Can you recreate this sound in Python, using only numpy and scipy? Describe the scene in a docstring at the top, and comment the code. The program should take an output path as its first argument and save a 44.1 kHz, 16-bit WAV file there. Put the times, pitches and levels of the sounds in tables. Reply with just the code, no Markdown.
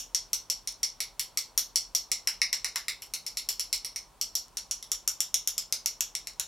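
"""Knocking a wet paintbrush

A wet paintbrush is knocked against a second handle, five to nine times a second, above a desk in a
small room. Each knock rings the handles' short bending modes, in a mix that shifts as the point of
contact wanders. The desk and walls answer every click, and tiny droplets patter faintly onto paper
over a quiet room hum."""
import sys
import numpy as np
from scipy import signal
from scipy.fft import rfft, irfft, next_fast_len
from scipy.io import wavfile

SR = 44100
rng = np.random.default_rng(int(sys.argv[2]) if len(sys.argv) > 2 else 0)


def dump(signal):
    """Clip the signal to [-1, 1] and save it as 16-bit WAV at the path in sys.argv[1]."""
    limited = np.clip(np.atleast_2d(signal).T, -1, 1)
    pcm = np.round(limited * 32767).astype(np.int16)
    wavfile.write(sys.argv[1], SR, pcm)


N = 285547
LEAD = SR // 10   # pre-roll in samples, so a knock can ring in from before the start


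def from_db(db):
    return 10 ** (np.asarray(db) / 20)


def at_time(curve, s):
    return np.interp(s, *np.transpose(curve))


def at_hz(curve, hz):
    """Read a curve on a log-frequency axis."""
    f, value = np.transpose(curve)
    return np.interp(np.log(np.maximum(hz, 1)), np.log(f), value)


def add(out, sound, s):
    """Mix a stereo sound in at time s, on a track with pre-roll."""
    i = max(LEAD + int(round(s * SR)), 0)
    part = sound[:, :max(out.shape[1] - i, 0)]
    out[:, i:i + part.shape[1]] += part


def poles(hz, width_hz):
    """Denominator of a damped resonance."""
    r = np.exp(-np.pi * abs(width_hz) / SR)
    return np.array([1, -2 * r * np.cos(2 * np.pi * hz / SR), r * r])


def resonate(x, hz, width_hz):
    """Resonance with unity gain at its peak."""
    a = poles(hz, width_hz)
    return signal.lfilter((1 - a[2]) / 2 * np.array([1, 0, -1]), a, x + 1e-18)


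def stereo_noise(colour, likeness, size):
    """Two channels of coloured noise, partly alike."""
    hz = np.fft.rfftfreq(size, 1 / SR)
    mid, side = rfft(rng.standard_normal((2, size)))
    alike = np.clip(at_hz(likeness, hz), 0, 1)
    both = np.sqrt((1 + alike) / 2) * mid + np.sqrt((1 - alike) / 2) * side * [[1], [-1]]
    return irfft(both * from_db(at_hz(colour, hz)), size)


# Tone of the ventilation: freq_hz, relative_db
AIR_COLOUR = [(20, -34), (27, -16), (33, -3), (48, 4.5), (62, -11), (80, -11.5), (105, -12), (160, -10),
              (320, -14), (420, -12.5), (620, -13), (1000, -9.5), (1700, -22.5), (4000, -24), (9000, -25.5),
              (16000, -33)]
# Its stereo image: freq_hz, correlation
AIR_LIKENESS = [(30, 0.82), (60, 1), (125, 0.47), (300, 0.64), (900, 0.82), (3000, 0.92), (10000, 0.34)]
# Steady low tones: pitch_hz, rms_db
HUM_TONES = [(38.4, -68), (107.7, -76)]


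def room_tone(air_db=-59):
    """A bed of soft ventilation noise with a deep hum."""
    air = stereo_noise(AIR_COLOUR, AIR_LIKENESS, next_fast_len(N))[:, :N]
    t = np.arange(N) / SR
    hum = sum(from_db(db) * np.sqrt(2) * np.sin(2 * np.pi * hz * t) for hz, db in HUM_TONES)
    return from_db(air_db) * air / air.std() + hum


# Tone of the reverb: freq_hz, gain_db
TAIL_COLOUR = [(500, 3), (900, 13), (1500, 12), (2200, 2), (4000, 3.5), (5600, 4), (8000, -1.5),
               (11000, -3.5), (12600, -4.5), (15000, -4)]
# Its stereo image: freq_hz, correlation
TAIL_LIKENESS = [(1000, 0.79), (1800, 1), (3800, 1), (4600, 0.98), (6000, 0.66), (9000, 0.39)]
# Its decay: freq_hz, t60_s
TAIL_DECAY = [(400, 0.18), (2200, 0.23), (4000, 0.25), (5600, 0.22), (9000, 0.19), (15000, 0.18)]


def room_tail(size=16384, gap_s=0.00032, build_s=0.0027):
    """The room's short diffuse reverb, hanging on longest around 4 kHz."""
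    t, hz = np.arange(size) / SR, np.fft.rfftfreq(size, 1 / SR)
    noise = rfft(stereo_noise(TAIL_COLOUR, TAIL_LIKENESS, size))
    centres_hz, t60s = np.transpose(TAIL_DECAY)
    attack = np.clip((t - gap_s) / build_s, 0, 1)
    out = 0
    for share, t60 in zip(np.eye(len(centres_hz)), t60s):
        fade = attack * from_db(-60 * t / t60)
        band = irfft(noise * np.interp(hz, centres_hz, share), size)
        out = out + band * fade / np.sqrt(np.sum(fade ** 2))
    return out


# Desk and room resonances: pitch_hz, width_hz, gain_db
ROOM_RESONANCES = [(418.6, 8.3, 9.5), (525, 16, -14), (1124, 18, 6), (1263, 22, 17.5), (1920, 18, 4),
                   (2228, 63, -0.5), (2204, 18, -7), (3900, 17, -5), (5300, 17, -7), (5656, 120, -1.5)]


def room_ring(size):
    """The narrow resonances of desk and room that every knock wakes."""
    blow = signal.unit_impulse(size)
    return sum(from_db(db) * resonate(blow, hz, width) for hz, width, db in ROOM_RESONANCES)


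# Early reflections: delay_s, left_db, right_db
WALL_ECHOES = [(.0075, -20.5, -14.5), (0.0093, -17, -10), (0.013, -18, -9), (0.017, -13, -12.5)]


def near_paths(direct_db, desk_s=0.001515, desk_db=-7.5, desk_sway=0.012, sway_s=0.00051, size=1024):
    """Direct sound, then a desk bounce and wall echoes whose delays shift as the hands move."""
    paths = np.zeros((2, size))
    paths[:, 0] = from_db(direct_db)
    bounce_s = desk_s * (1 + desk_sway * rng.standard_normal())
    paths[:, round(bounce_s * SR)] = from_db(direct_db + desk_db)
    for delay_s, left_db, right_db in WALL_ECHOES:
        i = np.clip(round((delay_s + sway_s * rng.standard_normal()) * SR), 0, size - 1)
        paths[:, i] += from_db([left_db, right_db])
    return paths


def droplet(peak_db, low_hz=3500, high_hz=9000, width_hz=3500):
    """A drop hits the paper with a tiny dead tick."""
    tick = resonate(signal.unit_impulse(128), rng.uniform(low_hz, high_hz), width_hz)
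    return from_db(peak_db) * tick / np.abs(tick).max() * np.ones((2, 1))


# A drop landing on its own: start_s, peak_db
LONE_DROPS = [(4.483, -37)]


def spatter(drop_db=-30, spread_db=3, flight_s=0.014, straggle_s=0.0082, count=10):
    """Every knock throws off droplets that land a moment later, harder after a strong knock."""
    out = np.zeros((2, LEAD + N))
    for s, strength_db, *_ in BRUSH_KNOCKS:
        for late_s, size_db in zip(rng.exponential(straggle_s, count), rng.normal(0, spread_db, count)):
            add(out, droplet(drop_db + strength_db + size_db), s + flight_s + late_s)
    for s, db in LONE_DROPS:
        add(out, droplet(db), s)
    return out


# Where the blows land: time_s, place (-1 at the handle's firm end, 1 at its hollow part)
CONTACT_PATH = [(0.3, 0.039), (1.2, -0.076), (1.92, -0.4), (2.2, 0.71), (2.9, 0.82), (3.14, -0.11),
                (3.95, 0.051), (4.22, -0.42), (4.9, 0.25), (5.3, 0.32), (6.3, 0.33)]
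# The main ring as the grip shifts: time_s, pitch_hz
MAIN_RING = [(0.15, 5565), (1.9, 5580), (2.53, 5540), (2.65, 5770), (3.14, 5440), (4.7, 5624), (5.47, 5460),
             (5.72, 4990), (5.86, 5650), (6.4, 5470)]
# Handle modes, one list per family (hollow, body, middle, bright, tip): pitch_hz, width_hz, gain_db
MODE_FAMILIES = [
    [(1180, 250, -23), (1950, 380, -8), (2170, 180, 3.5), (4940, 500, -3)],
    [(500, 300, -16), (1280, 350, -18), (2880, 480, -1.5), (3600, 420, 1.5)],
    [(4200, 450, -2), (4750, 500, -6)],
    [(8000, 732, -1.5), (9400, 900, -1), (10950, 480, 1), (11700, 800, -3.5)],
    [(12750, 850, 3.5), (14500, 2000, -11)],
]
# How a blow drives each of those families: gain_db, db_per_place, db_per_hardness
FAMILY_DRIVE = [(-4.5, 14, -7), (-3.5, 2.6, 0.3), (4.5, -1.8, -4), (3.5, -1, 0.3), (-2.5, -4.5, 11.5)]
# Level ride on the tip family, the top treble: time_s, gain_db
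TIP_RIDE = [(0.3, -8), (1.3, 4), (2.3, -2), (2.8, 7), (4.3, -2.5), (4.7, -10.5), (6.3, -6)]


def handle_modes(s, hardness, ring_db, detune=0.0075, upper_detune=0.057, uneven_db=2.5):
    """Modes (pitch_hz, width_hz, gain_db) excited by the contact at time s; the grip detunes them."""
    place = at_time(CONTACT_PATH, s)
    main_ring = (at_time(MAIN_RING, s), 318, 11.5 + ring_db)
    upper_hz = 7210 * (1 + upper_detune * rng.standard_normal()) - 160 * hardness
    upper_ring = (upper_hz, 520, 6 + 4 * hardness)
    modes = [main_ring, upper_ring]
    drives_db = [db + per_place * place + per_hard * hardness for db, per_place, per_hard in FAMILY_DRIVE]
    drives_db[-1] += at_time(TIP_RIDE, s)
    for family, drive_db in zip(MODE_FAMILIES, drives_db):
        # the contact lands nearer to the node of one mode than of another
        share = rng.standard_normal(len(family))
        for (hz, width, db), luck in zip(family, share - share.mean()):
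            pitch_hz = hz * (1 + detune * rng.standard_normal())
            modes.append((pitch_hz, width, db + drive_db + uneven_db * luck))
    return sorted(modes)


def knock(modes, spread_hz=1100, stages=7, size=1024):
    """One hard contact rings all modes; the blow runs along the handle, each pitch with its own delay."""
    blow = signal.unit_impulse(size)
    click = sum((-1) ** k * from_db(db) * resonate(blow, hz, width)
                for k, (hz, width, db) in enumerate(modes))
    for hz in rng.uniform(2500, 14000, stages):
        a = poles(hz, spread_hz)
        click = signal.lfilter(a[::-1], a, click)   # all-pass smears the transient
    return click


# The hits: start_s, strength_db, ring_db (extra ring as the grip loosens),
# hardness (about -1 glancing, about 1 square on)
BRUSH_KNOCKS = [(-0.028, -1.7, 0.5, 1.37), (0.147, 0.7, 3, 0.16), (0.331, 1.1, 1.0, 0.82),
                (0.4995, 0, 2.3, 0.35), (0.6733, -5, 2, -0.14), (0.8307, 0, 4, -0.059),
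                (1.0038, 0.5, -3, -0.12), (1.195, 0.5, -3, -0.27), (1.373, 2.5, -0.7, -0.48),
                (1.5766, 5, -0.3, 0.29), (1.7579, 3.5, 3, -0.032), (1.9491, 2, 2.5, 0.21),
                (2.1161, 2, 0.7, 0.34), (2.273, 2, 1.5, 0.019), (2.4166, -0.5, 6, -0.96),
                (2.5284, -0.5, 3, 0.00063), (2.6449, -2.7, 1, -0.25), (2.758, -1.2, -1.5, -0.41),
                (2.8821, -1.2, -5.5, -0.14), (3.0206, -12.5, -1.5, 0.12), (3.137, -1.2, -5, -0.24),
                (3.2642, -6.5, 1.5, -0.26), (3.3708, -0.7, -2, -0.4), (3.4884, 0.3, -0.5, 0.12),
                (3.5953, -1.3, 1, 0.18), (3.7279, 2.5, 0.1, -0.14), (3.8468, -4.5, -0.8, 0.024),
                (3.96, -7, 2.5, -0.46), (4.2126, -0.7, 1.5, 0.25), (4.3527, -1.8, 2.5, 0.61),
                (4.5706, -4.5, -0.2, 0.044), (4.711, -3, 1.2, 0.96), (4.826, -15, 1, 0.36),
                (4.9168, -0.3, -0.1, 1.1), (5.0764, 1, -0.3, 1.14), (5.2043, 0, 0.3, 1.3),
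                (5.3422, 2, 0.4, 1.13), (5.4742, -0.5, -1, 1.1), (5.5796, -2.5, 0.5, 1.1),
                (5.7245, 0.9, -1.3, 0.66), (5.8592, -0.7, 2.5, 0.74), (6.0069, -0.4, -1.5, 1.15),
                (6.1513, -4.5, 0.5, 0.21), (6.271, -9.5, -1.5, -0.039), (6.397, -1, -6.5, 0.78)]
# Direct sound as the handles turn to and from the microphone: time_s, gain_db
FACING_RIDE = [(0.15, 2.4), (0.8, 0), (1.8, 0), (2.4, 2.9), (3.2, -1.5), (4.9, 2.4), (6.1, 4)]
# How much of the reverb changes from hit to hit: freq_hz, power_share
TAIL_MOTION = [(500, 0.27), (2200, 0.61), (4000, 1), (9000, 0)]


def brush_tapping(direct_db=-1.08, shade_db=-6, shade_hz=7000, tail_count=10):
    """The knocks in the room; the reverb changes as the brush moves, most around 4 kHz."""
    out, tail = np.zeros((2, LEAD + N)), room_tail()
    size = tail.shape[1]
    change = np.clip(at_hz(TAIL_MOTION, np.fft.rfftfreq(size, 1 / SR)), 0, 1)
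    steady = irfft(rfft(tail) * np.sqrt(1 - change)) + room_ring(size)
    variants = np.array([room_tail() for _ in range(tail_count)])
    shifting = irfft(rfft(variants) * np.sqrt(change))
    treble = signal.butter(1, shade_hz, "high", fs=SR)
    for s, strength_db, ring_db, hardness in BRUSH_KNOCKS:
        click = from_db(strength_db) * knock(handle_modes(s, hardness, ring_db))[None]
        near = signal.fftconvolve(click, near_paths(at_time(FACING_RIDE, s) + direct_db))
        # the right microphone is turned a little away and gets less treble
        near[1] += (from_db(shade_db) - 1) * signal.lfilter(*treble, near[1])
        blend = rng.standard_normal(tail_count)
        reverb = steady + np.tensordot(blend / np.linalg.norm(blend), shifting, 1)
        add(out, near, s)
        add(out, signal.fftconvolve(click, reverb), s)
    return out


def scene():
    """Knocks and droplets over the quiet room."""
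    return (brush_tapping() + spatter())[:, LEAD:] + room_tone()


def record(dry, cutoff_hz=15900):
    """A steep low-pass takes off the very top."""
    return signal.sosfilt(signal.ellip(10, 0.1, 80, cutoff_hz, fs=SR, output="sos"), dry)


dry = scene()
out = record(dry)
dump(out)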